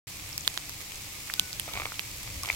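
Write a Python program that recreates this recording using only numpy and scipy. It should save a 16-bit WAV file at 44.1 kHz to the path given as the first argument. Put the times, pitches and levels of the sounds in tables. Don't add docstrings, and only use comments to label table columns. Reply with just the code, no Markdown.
import sys
import numpy as np
from scipy import signal
from scipy.fft import rfft, irfft
from scipy.io import wavfile
from scipy.ndimage import uniform_filter1d

SR = 44100
rng = np.random.default_rng(int(sys.argv[2]) if len(sys.argv) > 2 else 0)


def transcribe(signal):
    frames = np.atleast_2d(signal).T
    limited = np.clip(frames, -1, 1)
    pcm = np.round(limited * 32767).astype(np.int16)
    wavfile.write(sys.argv[1], SR, pcm)


def convert_level_to_amplitude(level_db):
    exponent = np.asarray(level_db, float) / 20
    return 10 ** exponent


N = 112455

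# (frequency [Hz], width [Hz], level [dB])
CASE_MODES = [(730, 210, -7), (1190, 250, -1), (2230, 280, 2.5), (3500, 510, -7)]


def evened(x):
    return x / np.sqrt(np.mean(x ** 2) + 1e-20)


def read(points, hz):
    f, value = np.transpose(points)
    return np.interp(np.log(hz + 1), np.log(f + 1), value)


def curve(points):
    s, db = np.transpose(points)
    return convert_level_to_amplitude(np.interp(np.arange(N) / SR, s, db))


def add(mix, s, sound):
    part = mix[:, round(s * SR):][:, :sound.shape[1]]
    part += sound[:, :part.shape[1]]


def sides(db):
    return convert_level_to_amplitude(np.array([[db / 2], [-db / 2]]))


def modes(table, t):
    total = 0
    for hz, width_hz, db in table:
        lag_rad = np.array([[0], [hz / 1500]])
        total = total + convert_level_to_amplitude(db) * np.sin(2 * np.pi * hz * t - lag_rad) * np.exp(-np.pi * width_hz * t)
    return total


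def noise(shape_db, patchy_db, size, alike=1):
    # (frequency [Hz], left-right likeness [0..1])
    likeness = [(60, 1), (180, 1), (550, 0.91), (1650, 0), (4970, 0.11), (15000, 0)]
    # (frequency [Hz], left-right difference [dB])
    tilt_db = [(25, -3), (60, 0.5), (240, -2.5), (950, -1), (3770, -2), (15000, 5)]
    frames, hz = 4 * N // size + 5, np.fft.rfftfreq(size, 1 / SR)
    a, b, c, d, patches = rng.standard_normal((frames, len(hz), 5)).T
    patches = evened(uniform_filter1d(uniform_filter1d(patches, 10, 0), 10, 1))
    same = np.clip(alike * read(likeness, hz), -1, 1)[:, None]
    left = a + 1j * b
    right = same * left + np.sqrt(1 - same ** 2) * (c + 1j * d)
    z = np.array([left, right])
    z *= convert_level_to_amplitude(shape_db(hz)[:, None] + patchy_db * patches)
    z *= convert_level_to_amplitude(np.outer([.5, -.5], read(tilt_db, hz)))[:, :, None]
    return evened(signal.istft(z, nperseg=size, noverlap=3 * size // 4)[1][:, :N])


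def hiss_db(hz):
    # (frequency [Hz], density [dB per Hz])
    colour = [(210, -37), (350, -1.5), (379, -10), (643, -6.5), (1240, -3), (1410, -7), (2310, -1),
              (7550, -1.5), (16000, -9.5)]
    # (frequency [Hz], width [Hz], gain [dB])
    ports = [(2244, 445, 4), (1680, 460, -1.5), (5150, 1200, 1), (10130, 1050, -3.5), (11430, 720, 3),
             (16700, 800, 7)]
    resonance_db = sum(db * np.exp(-((hz - f) / width_hz) ** 2) for f, width_hz, db in ports)
    return read(colour, hz) - 40 * (hz > 15850) + resonance_db


def fall():
    # (time [s], level [dB])
    fall_level = [
        (.07, -47),
        (.5, -46.5),
        (.9, -47),
        (1.3, -46),
        (1.7, -46.5),
        (2.1, -46),
        (2.4, -46),
        (2.55, -43),
    ]
    ticks_per_s, ticks_db, spread_db, kinds = 1500, -3, 3, 24
    size = convert_level_to_amplitude(spread_db * np.minimum(rng.exponential(1, N), 4)) * (rng.random(N) < ticks_per_s / SR)
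    kind = rng.integers(0, kinds, N)
    t = np.arange(160) / SR
    ticks = np.zeros((2, N))
    for k in range(kinds):
        grain = rng.standard_normal((2, 160)) * np.exp(-t / 0.00041) * sides(rng.normal(0, 8.4))
        ticks += signal.oaconvolve((size * (kind == k))[None], grain, axes=1)[:, :N]
    ticks = irfft(rfft(ticks) * convert_level_to_amplitude(hiss_db(np.fft.rfftfreq(N, 1 / SR))), N)
    hiss = noise(hiss_db, patchy_db=-0.35, size=512) * 1.014
    return curve(fall_level) * convert_level_to_amplitude(3.5) * (hiss + convert_level_to_amplitude(ticks_db) * evened(ticks))


def strike(db, hz, crack_db, pan_db, luck):
    # (frequency [Hz], level [dB])
    upper_modes = [(4700, -3.5), (6400, 0.5), (7900, -2), (11400, -1.5), (13600, -8.5)]
    t = np.arange(luck.shape[1]) / SR
    swell = (t / 0.00039) ** 2 * np.exp(2 - 2 * t / 0.00027)
    tone = np.sin(2 * np.pi * hz * t * (1 - 15 * t) - np.array([[0], [2.2]]))
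    tone = tone * (swell + 0.16 * np.exp(-t / 0.00072)) * sides(2.55 * pan_db)
    push = np.sin(2 * np.pi * 1300 * t - np.array([[0], [1.8]])) * np.exp(-t / 0.00034) * convert_level_to_amplitude(-7.5)
    shell = 0
    for k, (f, g) in enumerate(upper_modes):
        mode_hz = f * (1 + 0.037 * luck[:, [k + 8]])
        phase = luck[:, [k + 16]]
        shell = shell + convert_level_to_amplitude(g + 2.1 * luck[:, [k]]) * np.sin(2 * np.pi * (mode_hz * t + phase))
    grit = evened(signal.lfilter(*signal.butter(2, [1800, 12000], "band", fs=SR), luck))
    crack_shape = (t / 0.0004) * np.exp(1 - t / 0.00031) + 0.15 * np.exp(-t / 0.00049)
    crack = (evened(shell) + 0.74 * grit) * crack_shape
    return convert_level_to_amplitude(db + 3) * (tone + push + convert_level_to_amplitude(crack_db - 10.5) * crack * sides(0.41 * pan_db))


def ring(db, hz, ms, pan_db):
    t = np.arange(-400, 400) / SR
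    return convert_level_to_amplitude(db) * sides(pan_db) * np.cos(2 * np.pi * hz * t) * np.exp(-(t * 1000 / ms) ** 2 / 2)


def creak(db, low_hz, upper_db, pan_db, luck):
    t = np.arange(luck.shape[1]) / SR
    snap = np.exp(-((t - .0011) / .00004) ** 2)
    slip = snap + 0.077 * luck[0] * np.exp(-t / 0.0052)
    body = modes([(low_hz, 280, 0), (0.98 * low_hz, 500, -6)], t)
    body = body + convert_level_to_amplitude(upper_db + 13.5) * modes(CASE_MODES[2:], t)
    driven = signal.fftconvolve(slip[None], body, axes=1)[:, :len(t)]
    sound = signal.lfilter(*signal.butter(2, 420, "high", fs=SR), driven)
    return convert_level_to_amplitude(db + 1.5) * sides(pan_db) * sound / abs(sound).max()


def rustle():
    # (time [s], level [dB])
    grip = [
        (1.66, -79),
        (1.69, -46),
        (1.73, -50),
        (1.76, -39),
        (1.87, -49),
        (1.93, -59),
        (2.25, -71),
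        (2.42, -65),
        (2.49, -41.5),
        (2.55, -56),
    ]
    slips_per_s = 600
    slips = convert_level_to_amplitude(4.1 * rng.exponential(1, N)) * (rng.random(N) < slips_per_s / SR) * rng.choice([-1., 1.], N)
    body = modes(CASE_MODES, np.arange(500) / SR)
    return curve(grip) * evened(signal.oaconvolve(slips[None], body, axes=1)[:, :N])


def knock():
    start_s, pop_hz, thump_hz, length_ms = 2.5015, 2263, 950, 0.66
    t = np.arange(N) / SR - start_s
    bell = np.exp(-(t * 1000 / length_ms) ** 2 / 2)
    pop = np.sin(2 * np.pi * pop_hz * t) * bell
    thump = convert_level_to_amplitude(-12.0) * np.sin(2 * np.pi * thump_hz * t) * bell ** 2
    return convert_level_to_amplitude(-11.5) * sides(5.5) * (pop + thump)


def tube():
    start_s, stop_s, t60_s, hz, db = 1.372, 1.53, 0.99, 1483, -47
    t = np.arange(N) / SR - start_s
    shape = np.clip(t / 0.01, 0, 1) * np.clip((stop_s - start_s - t) / .03 + 1, 0, 1)
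    return convert_level_to_amplitude(db - 60 * np.maximum(t, 0) / t60_s) * shape * np.sin(2 * np.pi * hz * t)


def rumble():
    # (frequency [Hz], density [dB per Hz])
    colour = [(12, -35), (20, -1.5), (107, 5), (162, -4.5), (198, -8.5), (231, -13), (295, -9), (349, -20),
              (600, -14.5), (780, -45), (1320, -120)]
    # (time [s], level [dB])
    gusts = [(0.13, -50), (1.38, -52), (1.41, -42.5), (1.52, -53.5), (1.53, -48), (1.97, -48.5),
             (1.99, -50.5), (2.1, -48.5), (2.27, -48.5), (2.38, -42.5), (2.48, -53), (2.53, -44.5)]
    # (frequency [Hz], level [dB rms])
    motor = [(97, -68.5), (192, -66), (298, -66)]

    def wind_db(hz):
        return read(colour, hz) - 40 * (hz > 600) - 30 * (hz < 18)

    wind = noise(wind_db, patchy_db=2.0, size=2048, alike=.87)
    waver = evened(uniform_filter1d(rng.standard_normal((len(motor), N)), 2000))
    hum = 0
    for (hz, db), w in zip(motor, waver):
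        hum = hum + convert_level_to_amplitude(db + 4) * np.sin(2 * np.pi * np.cumsum(hz * (1 + 0.055 * w)) / SR)
    return curve(gusts) * convert_level_to_amplitude(.5) * wind + hum


def scene():
    # (time [s], peak [dB], ring [Hz], crack [dB], left-right [dB])
    strikes = [(0.379, -19, 5700, 6.5, -4.5), (0.4086, -37, 6850, 4, 13), (0.4770, -7.5, 3600, -2, -6.5),
               (0.5414, -39, 6510, 15, 1.5), (0.5756, -17.5, 3570, -1, -5.5), (0.695, -22.5, 6000, 0.5, -2),
               (0.9201, -26.5, 2570, -5, 4.5), (0.9573, -33, 4550, 9.5, 0), (1.3383, -15.5, 4900, -2.5, -4),
               (1.3963, -8.5, 3480, 1.5, -7), (1.5298, -23, 4500, 2.5, -3.5),
               (1.5975, -20.5, 3210, 1.5, -6.5), (1.736, -19.5, 3500, -4, 0), (1.9423, -28, 3320, -26, -5),
               (1.9943, -15.5, 2720, -5.5, -5.5), (2.4339, -21.5, 5400, 5.5, -4),
               (2.4584, -21, 3100, -1, -2), (2.528, -28, 3300, 4, -5)]
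    # (time [s], peak [dB], lower mode [Hz], upper modes [dB], left-right [dB])
    creaks = [(1.678, -29, 710, -18.5, -2), (1.686, -39, 1290, -33, 0), (1.718, -36, 1180, -8, 0),
              (1.738, -27.5, 910, -12, -7), (1.7533, -24, 1240, -17, -3), (1.764, -27, 1140, -10, 3),
              (1.773, -20, 1070, -10, -2), (1.786, -28, 1150, -12, -4), (1.798, -20, 1220, -9, -1),
              (1.8181, -21, 1332, -12, -1), (1.834, -29, 552, 3, 4), (1.8548, -17.5, 825, -8, -0.5),
              (1.864, -29.5, 1240, -29, -3), (1.873, -33, 1200, -19, -2), (1.903, -37, 598, 5, 1),
              (1.9193, -27, 1360, -28, -5), (2.275, -26.5, 1190, -3, -2), (2.4345, -31, 1100, -8, 1),
              (2.448, -25.5, 1090, -12, 0), (2.477, -29, 844, -19, -4), (2.487, -20, 991, 0, 0),
              (2.515, -31, 1020, 0, -2), (2.532, -37, 1050, -11, -3), (1.695, -35, 1290, -27, -4),
              (1.756, -32.5, 800, -8, -4), (1.8206, -30, 835, -19, -4), (1.853, -27, 1200, -21, -2),
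              (2.441, -33, 1090, -22, -2), (2.469, -35, 1000, 0, 3), (2.4975, -24, 1000, 10, 2),
              (2.509, -28, 1000, 0, -5), (2.519, -33, 1000, 8, -4)]
    # (time [s], peak
    # [dB], frequency [Hz], length [ms], left-right [dB])
    rings = [(.3791, -29, 7700, 0.4, -12), (.3789, -22, 13800, .25, 8), (.47741, -22.5, 4340, .25, -9),
             (.4773, -18.5, 2100, 0.2, -7), (.4770, -24.5, 10500, 0.41, -5), (.4770, -24.5, 6270, 0.43, 9),
             (.4773, -24, 8300, 0.3, -10), (0.5758, -27.5, 1550, 0.29, -19.5), (.5763, -28, 4900, .35, -13),
             (0.576, -32.5, 6680, .35, -8), (.5763, -30, 11000, 0.33, -8), (1.3386, -37, 2500, 0.52, -2),
             (1.3394, -24.5, 3550, 0.27, -16), (1.3385, -26, 13000, .3, 9), (1.3385, -26, 8000, 0.38, 4),
             (1.3957, -25.5, 2730, .3, 11), (1.3966, -17, 6600, .25, -13),
             (1.3966, -16.5, 11500, 0.098, -19), (1.3964, -23, 5300, 0.22, 0),
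             (1.3962, -23.5, 7900, 0.28, 11), (1.5980, -19, 11500, 0.12, -17), (1.5980, -23, 8440, .3, -4),
             (1.5983, -26.5, 2520, 0.37, 9), (1.9946, -24.5, 4560, 0.22, -17), (2.489, -29, 3300, 0.36, 5),
             (2.4890, -29.5, 5000, .4, 0), (2.5018, -34, 3200, .4, -10), (2.4375, -34, 1120, 2.5, -4),
             (1.689, -41.5, 1250, 3.2, 0), (.409, -37, 6350, 1.8, 1), (1.3, -21, 1860, .3, -11),
             (0.33, -30, 5300, .4, -13), (.6950, -34, 11600, .4, -8), (0.45, -32, 3300, 0.48, -8),
             (2, -30, 12700, 0.26, 4)]
    mix = fall() + rumble() + tube() + rustle() + knock()
    for (s, *row), luck in zip(strikes, rng.standard_normal((len(strikes), 2, 300))):
        add(mix, s, strike(*row, luck))
    for (s, *row), luck in zip(creaks, rng.standard_normal((len(creaks), 2, 700))):
        add(mix, s, creak(*row, luck))
    for s, *row in rings:
        add(mix, s - 400 / SR, ring(*row))
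    return mix


def roll_off(x):
    return signal.sosfilt(signal.butter(12, 16960, fs=SR, output="sos"), x)


def record(dry):
    start_s, fade_s, top_hz = 0.07, 0.00052, 16300
    gate = np.clip((np.arange(N) / SR - start_s) / fade_s, 0, 1)
    lowpass = signal.firwin(255, top_hz, window=("kaiser", 9), fs=SR)
    mix = signal.oaconvolve(dry * gate, lowpass[None], "same")
    return roll_off(mix)


dry = scene()
out = record(dry)
transcribe(out)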